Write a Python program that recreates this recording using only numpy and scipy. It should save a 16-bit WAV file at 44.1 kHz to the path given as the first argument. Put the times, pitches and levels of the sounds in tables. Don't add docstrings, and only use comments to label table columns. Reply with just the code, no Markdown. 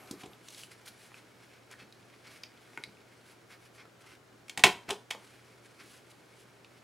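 import sys
import numpy as np
from scipy import signal
from scipy.fft import rfft, irfft, next_fast_len
from scipy.io import wavfile
from scipy.ndimage import uniform_filter1d

SR = 44100
rng = np.random.default_rng(int(sys.argv[2]) if len(sys.argv) > 2 else 0)


def unload_audio(sound):
    columns = np.transpose(np.atleast_2d(sound))
    steps = np.round(np.clip(columns, -1, 1) * 32767)
    wavfile.write(sys.argv[1], SR, steps.astype(np.int16))


N = 301465
T = np.arange(N) / SR


def undb(db):
    return 10 ** (np.asarray(db) / 20)


def unit(x):
    return x / np.sqrt(np.mean(x ** 2))


def gain_at(hz, curve):
    f, db = np.transpose(curve)
    return undb(np.interp(np.log(np.maximum(hz, 1)), np.log(f), db))


def eq(x, curve):
    size = next_fast_len(len(x))
    gains = gain_at(np.fft.rfftfreq(size, 1 / SR), curve)
    return irfft(rfft(x, size) * gains, size)[:len(x)]


def noise(n, curve):
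    return unit(eq(rng.standard_normal(n), curve))


def wander(rate_hz):
    step = int(SR / rate_hz)
    stairs = np.repeat(rng.standard_normal(N // step + 1), step)
    return unit(uniform_filter1d(stairs, step)[:N])


def crackle(per_s):
    return unit((rng.random(N) < per_s / SR) * rng.standard_normal(N))


def fade(t, t60):
    return np.exp(-np.log(1000) * t / t60)


def attack(t, rise_s):
    return 1 - np.exp(-(t / rise_s) ** 2)


def ring(modes, gains, t):
    return sum(gain * undb(db) * np.sin(2 * np.pi * hz * t) * fade(t, t60)
               for (hz, db, t60), gain in zip(modes, gains))


def add(out, s, sound):
    i = int(s * SR)
    out[i:i + len(sound)] += sound[:N - i]


def stereo(mid, side):
    return np.array([mid + side, mid - side])


# f/Hz, level/dB
AIR_TONE = [(15, -12), (30, -9.5), (60, -10), (100, -2.5), (160, -2.5), (260, -1), (400, 0.5), (540, -3.5),
            (1100, -9), (1500, -8), (2300, -15), (7000, -21.5), (11000, -27.5), (15500, -32.5)]
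# f/Hz, side re mid/dB
AIR_WIDTH = [(60, -8), (110, -9.5), (200, -7), (700, -5), (1300, -6.5), (2400, -2.5), (4400, -6.5),
             (8000, -12), (15000, -29)]


def room_tone(air_db=-60.5, hum_hz=119.4, hum_db=-68.5):
    mid, side = noise(N, AIR_TONE), noise(N, AIR_TONE)
    hum = unit(np.sin(2 * np.pi * hum_hz * T + .7 * wander(5)))
    return undb(air_db) * stereo(mid, eq(side, AIR_WIDTH)) + undb(hum_db) * hum


# f/Hz, level/dB
WALL_TONE = [(80, -3.5), (200, 2.5), (400, 1.5), (550, 2), (1000, 3), (1500, -0.5), (2700, -4.5),
             (4500, -1), (7000, -4), (15000, 0.5)]
# f/Hz, side re mid/dB
WALL_WIDTH = [(40, -5.5), (120, -18), (500, -26), (2300, -18), (4500, -10.5), (8000, -15), (12000, -24.5)]


def room(x, wet_db, early_t60=0.2, late_db=-22, late_t60=0.5):
    t = T[:SR // 2]
    envelope = (fade(t, early_t60) + undb(late_db) * fade(t, late_t60)) * attack(t, 0.0017)
    envelope *= undb(wet_db) / np.linalg.norm(envelope)
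    mid, side = (signal.fftconvolve(x, noise(len(t), WALL_TONE) * envelope)[:N] for _ in range(2))
    return stereo(x + mid, eq(side, WALL_WIDTH))


# t/s, level/dB
SKID_ENVELOPE = [(0, -58), (.09, -61.5), (.15, -64), (.25, -66.5), (.33, -62), (.38, -85)]
# f/Hz, level/dB
SKID_TONE = [(60, -26), (200, -5), (800, -3), (1050, -7), (1200, 0), (1400, -11), (4000, -25), (10800, -21),
             (11700, -10), (12500, -24.5), (15000, -37.5)]


def foot_skid():
    level_db = np.interp(T, *np.transpose(SKID_ENVELOPE), right=-120)
    return undb(level_db) * noise(N, SKID_TONE)


def card_friction(tone, slip_db, slips_per_s, peaks_db=3.0, shift_hz=9):
    hz = np.geomspace(800, 15000, 70)
    crossfades = np.array([wander(shift_hz) for _ in range(3)])
    crossfades /= np.linalg.norm(crossfades, axis=0)
    out = np.zeros(N)
    for crossfade in crossfades:
        resonances = np.column_stack([hz, peaks_db * rng.standard_normal(len(hz))])
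        friction = rng.standard_normal(N) + undb(slip_db) * crackle(slips_per_s)
        out += crossfade * eq(friction, resonances)
    return unit(eq(out, tone))


# t/s, rub level/dB
TOUCH_ENVELOPE = [(0, -60.5), (.4, -72.5), (.8, -63.5), (1.55, -71), (1.95, -71), (2.65, -65), (3.1, -66.5),
                  (3.7, -78), (3.95, -78.5), (4.9, -75.5), (5.5, -66), (6.8, -70.5)]
# fastest moment t/s, rise/s, rub level/dB, hiss level/dB
CARD_STROKES = [(0.215, 0.019, -52.5, -55.5), (0.475, 0.028, -67, -61), (0.6, 0.082, -62, -52.5),
                (0.727, 0.017, -56.5, -59), (0.881, 0.016, -58, -50), (1.05, 0.05, -61, -60.5),
                (1.17, 0.049, -61, -62), (1.44, 0.021, -62.5, -67.5), (1.555, 0.046, -62, -72),
                (1.726, 0.016, -52.5, -60), (1.799, 0.0071, -56, -67), (1.818, 0.025, -54, -71),
                (2.14, 0.0097, -60, -77), (2.27, 0.02, -54.5, -71), (2.348, 0.057, -57, -60.5),
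                (3.31, 0.046, -63, -63.5), (3.537, 0.027, -52.5, -60), (3.65, 0.032, -62, -66),
                (3.762, 0.023, -65, -64.5), (3.811, 0.026, -53, -71), (4.02, 0.01, -62, -63.5),
                (4.11, 0.053, -58, -63.5), (4.892, 0.0067, -44.5, -59), (5.295, 0.092, -64, -64.5),
                (5.66, 0.013, -62, -64), (5.81, 0.019, -53, -68), (5.925, 0.089, -64, -61),
                (6.113, 0.011, -61, -57), (6.41, 0.032, -67, -63.5)]
# f/Hz, level/dB
RUB_TONE = [(200, -10.5), (600, -7.5), (1100, -5.5), (1500, 3), (1850, -1.5), (2250, 3.5), (2750, -3),
            (3300, -5.5), (5000, -11), (9000, -24.5), (15000, -41)]
# f/Hz, level/dB
HISS_TONE = [(1500, -22), (3000, 0), (5000, -2), (7000, -3), (10000, -3), (13000, -12.5), (16000, -19.5)]


def card_slides(trim_db=-1, touch_hiss_db=-5, fidget_db=1.4, grip_db=2.0, stop_share=0.52):
    touch = undb(np.interp(T, *np.transpose(TOUCH_ENVELOPE)) + fidget_db * wander(10))
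    rub_power, hiss_power = touch ** 2, (touch * undb(touch_hiss_db)) ** 2
    for s, rise_s, rub_db, hiss_db in CARD_STROKES:
        near = np.abs(T - s) < 3 * rise_s
        t = T[near] - s
        width_s = np.where(t < 0, rise_s, stop_share * rise_s)
        speed = np.exp(-(t / width_s) ** 2 / 2)
        rub_power[near] += (speed * undb(rub_db)) ** 2
        hiss_power[near] += (speed * undb(hiss_db)) ** 2
    grip = undb(grip_db * wander(90))
    rub = np.sqrt(rub_power) * card_friction(RUB_TONE, slip_db=-1, slips_per_s=1200)
    hiss = np.sqrt(hiss_power) * card_friction(HISS_TONE, slip_db=-3, slips_per_s=900)
    return undb(trim_db) * grip * (rub + hiss)


def edge_catches(per_s=2.6, db=-59, spread_db=5, hz=3200, spread_octaves=1.5, ring_db=-4):
    gaps, levels, pitches = rng.random((64, 3)).T
    times = np.cumsum(-np.log(1 - gaps)) / per_s
    return [(s, db + spread_db * (level - .5), hz * 2 ** (spread_octaves * (pitch - .5)), ring_db)
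            for s, level, pitch in zip(times, levels, pitches) if s < T[-1]]


# card edge catching, lever clicking, punch base knocking as it settles.
# t/s, level/dB, centre f/Hz, ring re snap/dB
SMALL_TICKS = [(0.074, -53, 5000, -5), (0.1125, -42, 8400, -9), (0.111, -39, 4660, -4),
               (0.333, -49, 3200, -8), (0.485, -43.5, 3500, -10), (0.486, -44, 6500, 3),
               (0.547, -41, 4060, -3), (0.635, -45, 2950, 0), (0.636, -49, 8000, -13),
               (0.871, -44.5, 1490, -2), (0.878, -47.5, 3640, -9), (1.118, -50, 1510, -7),
               (1.143, -46, 2400, 2), (1.7132, -44.5, 1960, -4), (1.7133, -47, 7100, -8),
               (1.739, -49, 1750, 8), (1.925, -48, 4350, -9), (2.435, -40.5, 4770, 4),
               (2.776, -41, 1470, -6), (2.7758, -50, 7500, -6), (2.8378, -40.5, 4900, -10),
               (2.734, -51, 2290, -6), (2.97, -55.5, 2600, -6), (3.854, -50, 1470, -5),
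               (4.042, -52, 1400, -7), (4.153, -49.5, 2500, -8), (5.1479, -41, 570, -7),
               (5.1499, -45, 900, -2), (6.116, -57, 3530, -10), (6.6465, -47.5, 2780, -8.5)]


def small_ticks(snap_t60=0.017, ring_t60=0.01):
    out, t = np.zeros(N), T[:SR // 10]
    for s, db, hz, ring_db in SMALL_TICKS + edge_catches():
        tone = [(hz / 3, -22), (hz * 0.99, 0), (hz, 0), (hz * 1.7, -14), (hz * 3.5, -28), (hz * 8, -42)]
        snap = noise(len(t), tone) * fade(t, snap_t60)
        ping = ring([(hz, ring_db, ring_t60)], [1], t)
        add(out, s, undb(db) * (snap + ping))
    return out


# t/s, level/dB, bass tilt/(dB per octave down), second landing/dB
DESK_KNOCKS = [(0.1102, -45, 4.5, 2.5), (0.2366, -41, -5, -3), (0.2745, -50.5, 7.5, -11),
               (1.819, -51.5, 3.5, -14), (2.776, -45, -2, -4), (2.8740, -50.5, 4.5, -11),
               (4.582, -48, 8, 0), (4.6383, -28, 4.5, -5.5), (4.732, -51, 7, 1), (4.884, -45, 6.5, 2),
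               (5.1475, -49, -3, -12)]
# f/Hz, level/dB, t60/s
DESK_MODES = [(88.4, -21, 0.08), (134, -16.5, 0.043), (172, -8.5, 0.11), (193, -7.5, 0.15), (285, -8, 0.06),
              (322, 0, 0.07), (368, -3.5, 0.069), (400, -3.5, .06), (445.8, -13, 0.06), (705, -16, 0.019),
              (932, -19, 0.02)]


def desk_knocks(push_s=0.0019, rock_s=.0223, rock_tilt_db=-3.5):
    out, t = np.zeros(N), T[:SR // 4]
    octaves_down = np.log2(400 / np.array(DESK_MODES)[:, 0])
    cushion = 1 - np.exp(-t / push_s)
    for s, db, tilt_db, second_db in DESK_KNOCKS:
        first = ring(DESK_MODES, undb(tilt_db * octaves_down), t)
        second = ring(DESK_MODES, undb((tilt_db + rock_tilt_db) * octaves_down), t)
        add(out, s, undb(db) * first * cushion)
        add(out, s + rock_s, undb(db + second_db) * second * cushion)
    return out


# t/s, level/dB, low modes/dB, high modes/dB
LEVER_CLICKS = [(2.7743, -31.5, -0.5, -31), (2.8374, -33.5, -17, 0)]
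# f/Hz, level/dB, t60/s
LEVER_MODES = [(900, -4.5, .03), (1480, 0, 0.026), (2190, 1.5, 0.023), (2350, -1.5, 0.017),
               (2680, -13, 0.013), (3960, 2, 0.018), (4660, -6, .016), (6200, -13, 0.011), (8300, -7, .009),
               (10500, -8, 0.0092)]


def lever_clicks(contact_s=0.0004, bounce_s=0.0096, bounce_db=-13):
    out, t = np.zeros(N), T[:SR // 8]
    for s, db, low_db, high_db in LEVER_CLICKS:
        tone = [(1500, low_db), (2100, 0), (2700, 0), (3900, high_db)]
        gains = gain_at(np.array(LEVER_MODES)[:, 0], tone)
        click = undb(db) * ring(LEVER_MODES, gains, t) * attack(t, contact_s)
        add(out, s, click)
        add(out, s + bounce_s, undb(bounce_db) * click)
    return out


# t/s, level/dB, f/Hz, swell/s, hold/s, pitch sag/(Hz per s)
BASE_BOOMS = [(0.108, -34, 294, 0.003, 0.0061, 0), (0.126, -41, 383, .004, 0.015, 3998),
              (0.2345, -36.5, 305, 0.004, 0.0064, 0), (4.645, -22, 415.6, 0.011, .031, 2302),
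              (4.898, -33, 409, 0.017, 0.036, 305)]


def base_booms(t60=0.017, tail_db=-21, tail_t60=0.24, roughness=0.2, rough_hz=160):
    out, t = np.zeros(N), T[:SR // 4]
    for s, db, hz, swell_s, hold_s, sag_hz_per_s in BASE_BOOMS:
        since_release = np.maximum(t - hold_s, 0)
        pitch = hz - sag_hz_per_s * np.clip(t - swell_s, 0, 2 * hold_s)
        note = fade(since_release, t60) * np.sin(2 * np.pi * np.cumsum(pitch) / SR)
        tail = undb(tail_db) * fade(since_release, tail_t60) * np.sin(2 * np.pi * hz * t)
        add(out, s, undb(db) * attack(t, swell_s) * (note + tail))
    return out * (1 + roughness * wander(rough_hz))


# f/Hz, level/dB
CRUNCH_TONE = [(300, -19), (560, -14.5), (720, 3.5), (1060, 1.5), (1250, -11), (1750, -10), (2100, -0.5),
               (2650, 5), (3200, 0.5), (4000, -10.5), (4700, -16), (6500, -11), (10000, -24),
               (15000, -35.5)]


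def die_crunch(start_s=4.645, db=-23.5, t60=.18, clicks_per_s=1700, rattle_db=2.5, rattle_hz=380):
    out, t = np.zeros(N), T[:SR // 3]
    clicks = crackle(clicks_per_s) * undb(rattle_db * wander(rattle_hz))
    chatter = unit(eq(clicks, CRUNCH_TONE))[:len(t)]
    envelope = fade(t, t60) * (1 - np.exp(-t / 0.005))
    add(out, start_s, undb(db) * chatter * envelope)
    return out


# set down, card seated, slack taken up, die snaps through (the loudest),
# lever bottoms out, die drags back, lever meets its top stop.
# t/s, level/dB, body/dB, die ring/dB, brightness/dB, crack/dB, rebound/dB
PUNCH_HITS = [(0.1116, -56, 11, -10.5, 16, 7.5, -28), (0.2343, -54.5, 12.5, 6.5, -1, 5, -12),
              (0.2583, -56.5, 11, 0, 4, 2, -11), (2.4360, -43, -9, 1.5, -13, -3, -26),
              (4.4820, -50, -12, -8, 0, 4, -19.5), (4.4955, -40, -11, -3, 0, 6.5, -34),
              (4.575, -28.5, 0.5, -6.5, 1, 3, -16.5), (4.5939, -38.5, 2, -3, -3, 4.5, -12),
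              (4.6374, -6, 1.5, 1.5, 0, -4.5, -13), (4.6665, -27.5, 5, -2, -13, 1, -23),
              (4.891, -37.5, 8.5, 3, 4, -0.5, -20), (4.9015, -42, 9, -3, -3, 8.5, -6),
              (4.9063, -34, 4, 3, 2, 7, -23.5), (5.1054, -39.5, -10, -0.5, -1, 6, -9),
              (5.1094, -34, -1, 0.5, -6, 6, -29)]


def hits_and_rebounds(first_gap_s=.0032, gap_growth=1.57, fall_db=-7.5):
    for s, db, body_db, die_db, bright_db, crack_db, rebound_db in PUNCH_HITS:
        yield s, db, body_db, die_db, bright_db, crack_db
        for k in range(4):
            s += first_gap_s * gap_growth ** k
            weaker_db = rebound_db + fall_db * np.log2(k + 1)
            yield s, db + weaker_db, body_db - 1, die_db, bright_db + 2.5, crack_db + 8.5


# f/Hz, level/dB, t60/s
PUNCH_MODES = [(550, -25, .03), (674, -14.5, 0.035), (732, -12.5, 0.04), (804, -14.5, 0.035),
               (968, -19.5, 0.052), (1062, -14.5, 0.045), (1301, -15.5, .025), (1441, -11, 0.022),
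               (1960, -4.5, 0.017), (2085, -8.5, .017), (2220, -2, 0.023), (2427, -1, 0.019),
               (2665, -2, 0.025), (2810, -12.5, 0.027), (3063, -4.5, 0.015), (3168, -4.5, .02),
               (3425, -7.5, 0.01), (3840, -9.5, 0.011)]
# f/Hz, level/dB
CRACK_TONE = [(100, -16.5), (520, -5), (750, -1), (1050, -3), (1300, -4.5), (1900, -6.5), (2700, 1.5),
              (3500, 3), (4600, -4.5), (6200, -4), (8200, -6.5), (11000, -14.5), (16000, -29)]


def punch_clacks(crack_t60=0.025, scatter_db=2.5, detune=0.002, tail_db=-23, tail_t60=0.19):
    out, t = np.zeros(N), T[:SR // 4]
    for s, db, body_db, die_db, bright_db, crack_db in hits_and_rebounds():
        tone = [(1000, body_db), (2200, 0), (3100, die_db), (7000, bright_db)]
        modes = np.array(PUNCH_MODES)
        modes[:, 0] *= 1 + detune * rng.standard_normal(len(modes))
        gains = gain_at(modes[:, 0], tone) * undb(scatter_db * rng.standard_normal(len(modes)))
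        gains[1::2] *= -1
        crack = undb(crack_db) * eq(noise(len(t), CRACK_TONE), tone) * fade(t, crack_t60)
        tail = ring([(hz, mode_db + tail_db, tail_t60) for hz, mode_db, _ in modes], gains, t)
        add(out, s, undb(db) * (ring(modes, gains, t) + tail + crack))
    return out


def scene():
    handling = punch_clacks() + die_crunch() + desk_knocks() + foot_skid() + small_ticks() + card_slides()
    mix = room(handling, wet_db=-6)
    mix += room(base_booms(), wet_db=-13)
    mix += room(lever_clicks(), wet_db=-9)
    return mix + room_tone()


def record(dry, low_cut_hz=60, ceiling=.95, high_cut_hz=15800):
    low_cut = signal.butter(2, low_cut_hz, "highpass", fs=SR, output="sos")
    high_cut = signal.ellip(10, .1, 80, high_cut_hz, fs=SR, output="sos")
    flattened = np.clip(signal.sosfilt(low_cut, dry), -ceiling, ceiling)
    return signal.sosfilt(high_cut, flattened)


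dry = scene()
out = record(dry)
unload_audio(out)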